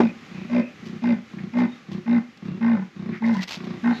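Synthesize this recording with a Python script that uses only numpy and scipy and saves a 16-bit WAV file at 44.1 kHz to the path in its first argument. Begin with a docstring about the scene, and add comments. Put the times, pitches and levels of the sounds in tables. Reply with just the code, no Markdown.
"""A leopard saws from dry scrub on open savanna: eight hoarse strokes with rattling in-breaths between.
Its slack vocal folds flap about 59 times a second going out and 30 coming in; the throat booms on the
fourth harmonic and air rasps through the mouth at each flap. Bushes scatter the sound. Close by are
rustles and one dull knock; behind them, faint bird-like calls and a low hiss."""
import sys
import numpy as np
from scipy import signal
from scipy.fft import rfft, irfft
from scipy.io import wavfile
from scipy.ndimage import uniform_filter1d

SR = 44100
rng = np.random.default_rng(int(sys.argv[2]) if len(sys.argv) > 2 else 0)


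def persist_wave(psi):
    """Save psi, clipped to +-1, as 16-bit WAV."""
    counts = np.round(np.clip(psi, -1, 1) * 32767).astype(np.int16)
    wavfile.write(sys.argv[1], SR, np.atleast_2d(counts).T)


N = 176400
PUFF_S = .0043  # decay of the air burst after each flap


def out_strokes(t):
    """Each stroke catches and holds its pitch; most stop short, three sink and slow to separate flaps."""
    # full voice t/s, lead-in/s, hold/s, end t/s, flap rate/Hz, boom/dB, swell over hold/dB,
    # drop at break/dB, rasp/dB, mouth opening/0-1, fade/(dB/s)
    strokes = [(-.018, .02, 0.084, 0.091, 58.7, -13.5, -3.5, 6.5, -35, .38, 173),
               (0.529, 0.035, .083, 0.62, 60.3, -15, 5, 14.5, -33, 0.34, 174),
               (1.037, 0.015, 0.1, 1.207, 59.24, -15.5, 7.5, 11.5, -34.5, 0.41, 170),
               (1.568, 0.037, 0.09, 1.662, 60.8, -15, 0.5, 0.5, -34, 0.59, 188),
               (2.093, 0.033, .098, 2.19, 59.16, -13.5, 4, 2, -35, 0.64, 130),
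               (2.626, 0.019, .127, 2.845, 57.76, -15.5, 2, 4.5, -34.5, 0.63, 128),
               (3.238, 0.029, 0.1, 3.41, 57.33, -16.5, 1, 4, -35, 0.69, 78),
               (3.856, 0.025, 0.089, 3.93, 59.54, -14, 2, -6.5, -30.5, 0.78, 94)]
    # throat resonances: f/Hz, width/Hz, level/dB
    throat_modes = [(121.2, 53, -9.5), (195, 75, 1), (290.3, 44, -5), (355.2, 37, -8)]
    # mouth resonances: f/Hz, width/Hz, nearly closed/dB, wide open/dB
    mouth_modes = [(411, 134, -6, -3.5), (580, 98, 9.5, -6), (866, 133, -12, 8.5), (1041, 98, -10.5, 4.5),
                   (1278, 160, -19.5, -5), (1562, 143, -15.5, 5), (1858, 74, -12, 4), (2126, 99, -4, -1),
                   (2405, 410, -5.5, -15), (3770, 390, -16, -21), (4800, 950, -18.5, -31)]
    boom_attack_db_per_s, rasp_attack_db_per_s, throat_fade_db_per_s = 397, 227.5, 128
    linger_s, throb_lag_cycles, puff_rise_s, leak = .44, .33, .0018, .21
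    soft_folds = signal.butter(2, 1190, fs=SR, output="sos")
    out, waver = 0, 1 + .003 * walk(40)
    for at, lead, hold, end, flap_hz, boom_db, swell_db, drop_db, rasp_db, opening, fade in strokes:
        late = t - at - hold
        before, after = np.minimum(t - at, 0), np.maximum(late, 0)
        progress = np.clip((t - at) / hold, 0, 1)
        arch = .5 - (2 * progress - 1) ** 2
        flow = gate(t, at - lead, end)
        break_db = drop_db * step(late / .0018)
        slowed = step((late - .028) / .016)  # breath runs out in the long strokes
        slaps, puffs, cycles = flaps(flap_hz * waver * (1 - .5 * slowed), at, jitter=.006, scatter_db=1.4)

        sunk = step((late - .006) / .010)
        turns = np.cumsum(flap_hz * waver * (1 + .034 * arch) * (1 - .17 * sunk)) / SR
        turns -= np.interp(at + hold / 2, t, turns - cycles)  # in phase with the flaps at mid-hold
        throb = 1 + .72 * slowed * np.cos(2 * np.pi * (cycles - throb_lag_cycles))
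        push_db = boom_attack_db_per_s * before + swell_db * (progress - .5) + .5 * arch
        tail_db = 1.04 * fade * after / (1 + after / linger_s)
        boom = np.sin(2 * np.pi * 4 * turns) * throb * flow * undb(boom_db + push_db - break_db - tail_db)

        effort = flow * undb(rasp_attack_db_per_s * before - .5 * break_db)
        throat = through(slaps * effort * undb(-31 - throat_fade_db_per_s * after), ring(throat_modes))

        puffs = uniform_filter1d(puffs, int(puff_rise_s * SR))
        air = (puffs * np.sqrt(2 / (PUFF_S * flap_hz)) + leak) * rng.standard_normal(N)
        air += .85 * signal.sosfilt(soft_folds, slaps)
        rasp = air * effort * undb(rasp_db + 1.5 * arch - fade * after)
        mouth = ring([(hz, width, shut + opening * (wide - shut)) for hz, width, shut, wide in mouth_modes])
        jaw = 1 - .03 * np.clip((t - at) / hold, 0, 2)  # closing lowers the resonances
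        out = out + boom + throat + gliding(rasp, mouth, jaw)
    return out


def in_breaths(t):
    """Slow, uneven flaps knock the throat while air is drawn in."""
    # start t/s, peak t/s, end t/s, flap rate/Hz, rattle/dB, air/dB
    breaths = [(0.294, 0.381, 0.49, 29.26, -32, -46), (0.82, 0.927, 0.973, 30.02, -29.5, -49.5),
               (1.311, 1.436, 1.482, 29.65, -27.5, -48), (1.868, 1.948, 1.998, 32.36, -26, -45),
               (2.407, 2.484, 2.595, 32.94, -27, -47), (2.949, 3.09, 3.165, 31.5, -27, -46),
               (3.56, 3.705, 3.78, 29.82, -27.5, -41.5)]
    # throat resonances: f/Hz, width/Hz, level/dB
    throat_modes = [(109.5, 23, -10), (169.2, 32, 0), (197.3, 41.7, 2.5), (348.4, 32, -7.5)]
    # indrawn air spectrum: f/Hz, density/dB
    air_spectrum = [(250, -6.5), (450, -5.5), (680, -3), (930, -7), (1110, 0), (1300, -8.5), (1800, -7),
                    (2400, -8.5), (3100, -17.5), (3700, -11), (5600, -25), (8000, -42.5), (12000, -60)]
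    edge_db, churn = -8.5, .5
    rattle, air = 0, 0
    for start, at, end, flap_hz, rattle_db, air_db in breaths:
        slaps, puffs, _ = flaps(np.full(N, flap_hz), at, jitter=.035, scatter_db=1.1)
        from_peak = (t - at) / np.where(t < at, at - start, end - at)
        effort = gate(t, start, end) * undb(edge_db * np.minimum(np.abs(from_peak), 2))
        rattle = rattle + (slaps + churn * puffs * rng.standard_normal(N)) * effort * undb(rattle_db)
        air = air + unit(puffs + .48) * effort ** .8 * undb(air_db)
    return gliding(rattle, ring(throat_modes), tuning=1 + .04 * walk(30)) + air * noise(air_spectrum)


def flaps(hz, at, jitter, scatter_db):
    """Vocal folds flapping, timed from `at`: slaps, the air bursts after them, cycle count."""
    cycles = np.cumsum(hz) / SR
    cycles -= np.interp(at, np.arange(N) / SR, cycles) + min(at, 0) * hz[0]
    onsets = np.flatnonzero(np.diff(np.floor(cycles)) > 0)
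    chance = np.clip(rng.standard_normal((N // 400, 2))[:len(onsets)], -2, 2)
    onsets += (jitter * chance[:, 0] * SR / hz[onsets]).astype(int)
    slaps = np.zeros(N)
    slaps[np.clip(onsets, 0, N - 1)] = undb(scatter_db * chance[:, 1])
    puffs = signal.lfilter([1], [1, -np.exp(-1 / (PUFF_S * SR))], slaps)
    return slaps * np.sqrt(SR / hz.max()), puffs, cycles


def wheezes(t):
    """Brief whistles of air in the leopard's throat."""
    # whistles: t/s, half length/s, f/Hz, width/Hz, level/dB
    whistles = [(1.392, 0.0069, 1940, 590, -38.5), (1.61, 0.035, 863, 70.7, -33.5),
                (3.15, 0.031, 1926, 900, -38), (3.248, 0.0091, 2000, 239, -28),
                (3.363, 0.014, 989, 69, -33.5), (3.399, 0.028, 1915, 296, -37),
                (3.963, 0.048, 3950, 605, -43)]
    return notes(t, whistles)


def scrub(x):
    """Faint, dull scatter from bushes and ground."""
    t60_s, delay_s, band_hz = .27, .012, [300, 4070]
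    t = np.arange(SR) / SR
    tail = rng.standard_normal(SR) * undb(-60 * t / t60_s) * (t > delay_s)
    tail /= np.sqrt(np.sum(tail ** 2))
    tail = signal.sosfilt(signal.butter(1, band_hz, "band", fs=SR, output="sos"), tail)
    return undb(-6.5) * through(x, tail)


def rustles(t):
    """Short grainy scuffs close by, as of clothing."""
    # scuffs: t/s, attack/s, decay/s, level/dB
    scuffs = [(0.867, 0.013, 0.023, -38.5), (1.587, 0.0071, 0.02, -36), (1.918, 0.005, 0.029, -41.5),
              (2.375, .002, .005, -43), (3.165, 0.03, 0.03, -47), (3.254, 0.0077, 0.11, -42),
              (3.345, 0.012, 0.031, -39.5), (3.422, 0.012, 0.012, -30.5), (3.432, 0.0039, 0.009, -27),
              (3.478, 0.0025, 0.05, -26.5), (3.509, 0.00082, 0.018, -28.5), (3.548, 0.0099, 0.011, -34.5),
              (3.652, 0.026, 0.068, -52)]
    # cloth spectrum: f/Hz, density/dB
    cloth = [(200, -16), (700, -11), (1500, -10.5), (2600, -6), (5000, -8.5), (6800, -20), (8500, -17.5),
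             (12000, -11.5)]
    level = sum(undb(db) * np.exp(-np.maximum((at - t) / attack, (t - at) / decay))
                for at, attack, decay, db in scuffs)
    grain = unit(undb(4.2 * walk(700)))
    return level * grain * noise(cloth)


def bump(t):
    """One dull knock with a brief shudder, near the microphone."""
    # knock resonances: f/Hz, width/Hz, level/dB
    modes = [(137, 39, -6), (275, 210, 3), (342, 210, -6), (635, 310, -7), (840, 1060, -21)]
    at_s, decay_s = .0014, .012
    push = np.exp(-np.abs(t - at_s) / decay_s)
    return through(push * rng.standard_normal(N), ring(modes)) * undb(-5.48)


def far_calls(t):
    """Faint, thin notes, as of distant birds."""
    # calls: t/s, half length/s, f/Hz, width/Hz, level/dB
    calls = [(0.093, 0.017, 2480, 122, -39.5), (.41, 0.081, 2500, 355, -48.5),
             (0.65, 0.067, 2530, 200, -44.5), (1.725, 0.07, 3710, 50, -56.5),
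             (2.514, 0.089, 2754, 87.3, -55.5)]
    return notes(t, calls)


def still_air(t):
    """Low background hiss whose level drifts and flickers."""
    # hiss spectrum: f/Hz, density/dB
    spectrum = [(18, -55), (30, -27), (197, 1), (368, -8), (498, -12.5), (690, -20.5), (793, -10.5),
                (891, -24.5), (1180, -11.5), (1520, -15), (2010, -11.5), (7720, -30.5), (10000, -22),
                (12500, -22.5), (17000, -120)]
    # hiss drift: t/s, level/dB
    drift = [(0, -43), (.4, -44), (.8, -45), (1.25, -46.5), (1.7, -45.5), (2.3, -49), (2.85, -48.5),
             (3.2, -51), (3.62, -48), (4, -38.5)]
    return noise(spectrum) * undb(np.interp(t, *np.array(drift).T) + .9 * walk(18))


def notes(t, table):
    """Blurred notes: bands of noise that swell and fade."""
    out = 0
    for at, half_s, hz, width_hz, db in table:
        phase = 2 * np.pi * hz * t
        blur = signal.butter(2, width_hz / 2, fs=SR, output="sos")
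        a, b = (unit(signal.sosfilt(blur, rng.standard_normal(N))) for _ in range(2))
        out = out + undb(db) * np.exp(-((t - at) / half_s) ** 2) * (a * np.sin(phase) + b * np.cos(phase))
    return out


def ring(modes, size=4096):
    """Unit-energy impulse response of steep resonances."""
    tap, out = np.eye(1, size)[0], 0
    for hz, width_hz, db in modes:
        b, a = signal.iirpeak(hz, hz / width_hz, fs=SR)
        out = out + undb(db) * signal.lfilter(b, a, signal.lfilter(b, a, tap))
    return out / np.sqrt(np.sum(out ** 2))


def gliding(x, response, tuning):
    """Resonances whose frequencies all follow a moving factor."""
    clock, even = np.cumsum(tuning), np.arange(N)
    return np.interp(clock, even, through(np.interp(even, clock, x), response))


def through(x, response):
    return signal.fftconvolve(x, response)[:N]


def noise(spectrum):
    """Shaped noise, rms 1."""
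    hz, db = np.array(spectrum).T
    bins_hz = np.maximum(np.arange(N // 2 + 1) * SR / N, 1)
    gain = undb(np.interp(np.log(bins_hz), np.log(hz), db))
    return unit(irfft(rfft(rng.standard_normal(N)) * gain, N))


def walk(rate_hz):
    """Smooth random drift, rms 1."""
    span = max(2, int(SR / rate_hz))
    return unit(uniform_filter1d(np.repeat(rng.standard_normal(N // span + 1), span), span)[:N])


def gate(t, start, end, catch_s=.002, release_s=.0043):
    """One breath: a quick catch, a softer stop."""
    return step((t - start) / catch_s) * step((end - t) / release_s)


def step(x):
    """Smooth rise from 0 to 1 around x = 0."""
    return (1 + np.tanh(x / 2)) / 2


def undb(db):
    return 10 ** (np.asarray(db) / 20)


def unit(x):
    return x / np.sqrt(np.mean(x ** 2) + 1e-18)


def scene():
    """The leopard and its scatter over the background, mono."""
    t = np.arange(N) / SR
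    leopard = out_strokes(t) + in_breaths(t) + wheezes(t)
    hiss = still_air(t)
    fade_in = np.minimum(t / .004, 1)
    return (fade_in * (leopard + scrub(leopard) + rustles(t) + bump(t) + far_calls(t) + hiss))[None]


def record(dry):
    """The microphone thins the deep bass, dulls the high treble and cuts the top."""
    thinned = signal.sosfilt(signal.butter(2, 55, "high", fs=SR, output="sos"), dry)
    dulled = signal.sosfilt(signal.butter(8, 7000, fs=SR, output="sos"), thinned)
    top_cut = signal.ellip(8, .2, 70, 13000, fs=SR, output="sos")
    return signal.sosfilt(top_cut, .8 * dulled + .07 * thinned)


dry = scene()
out = record(dry)
persist_wave(out)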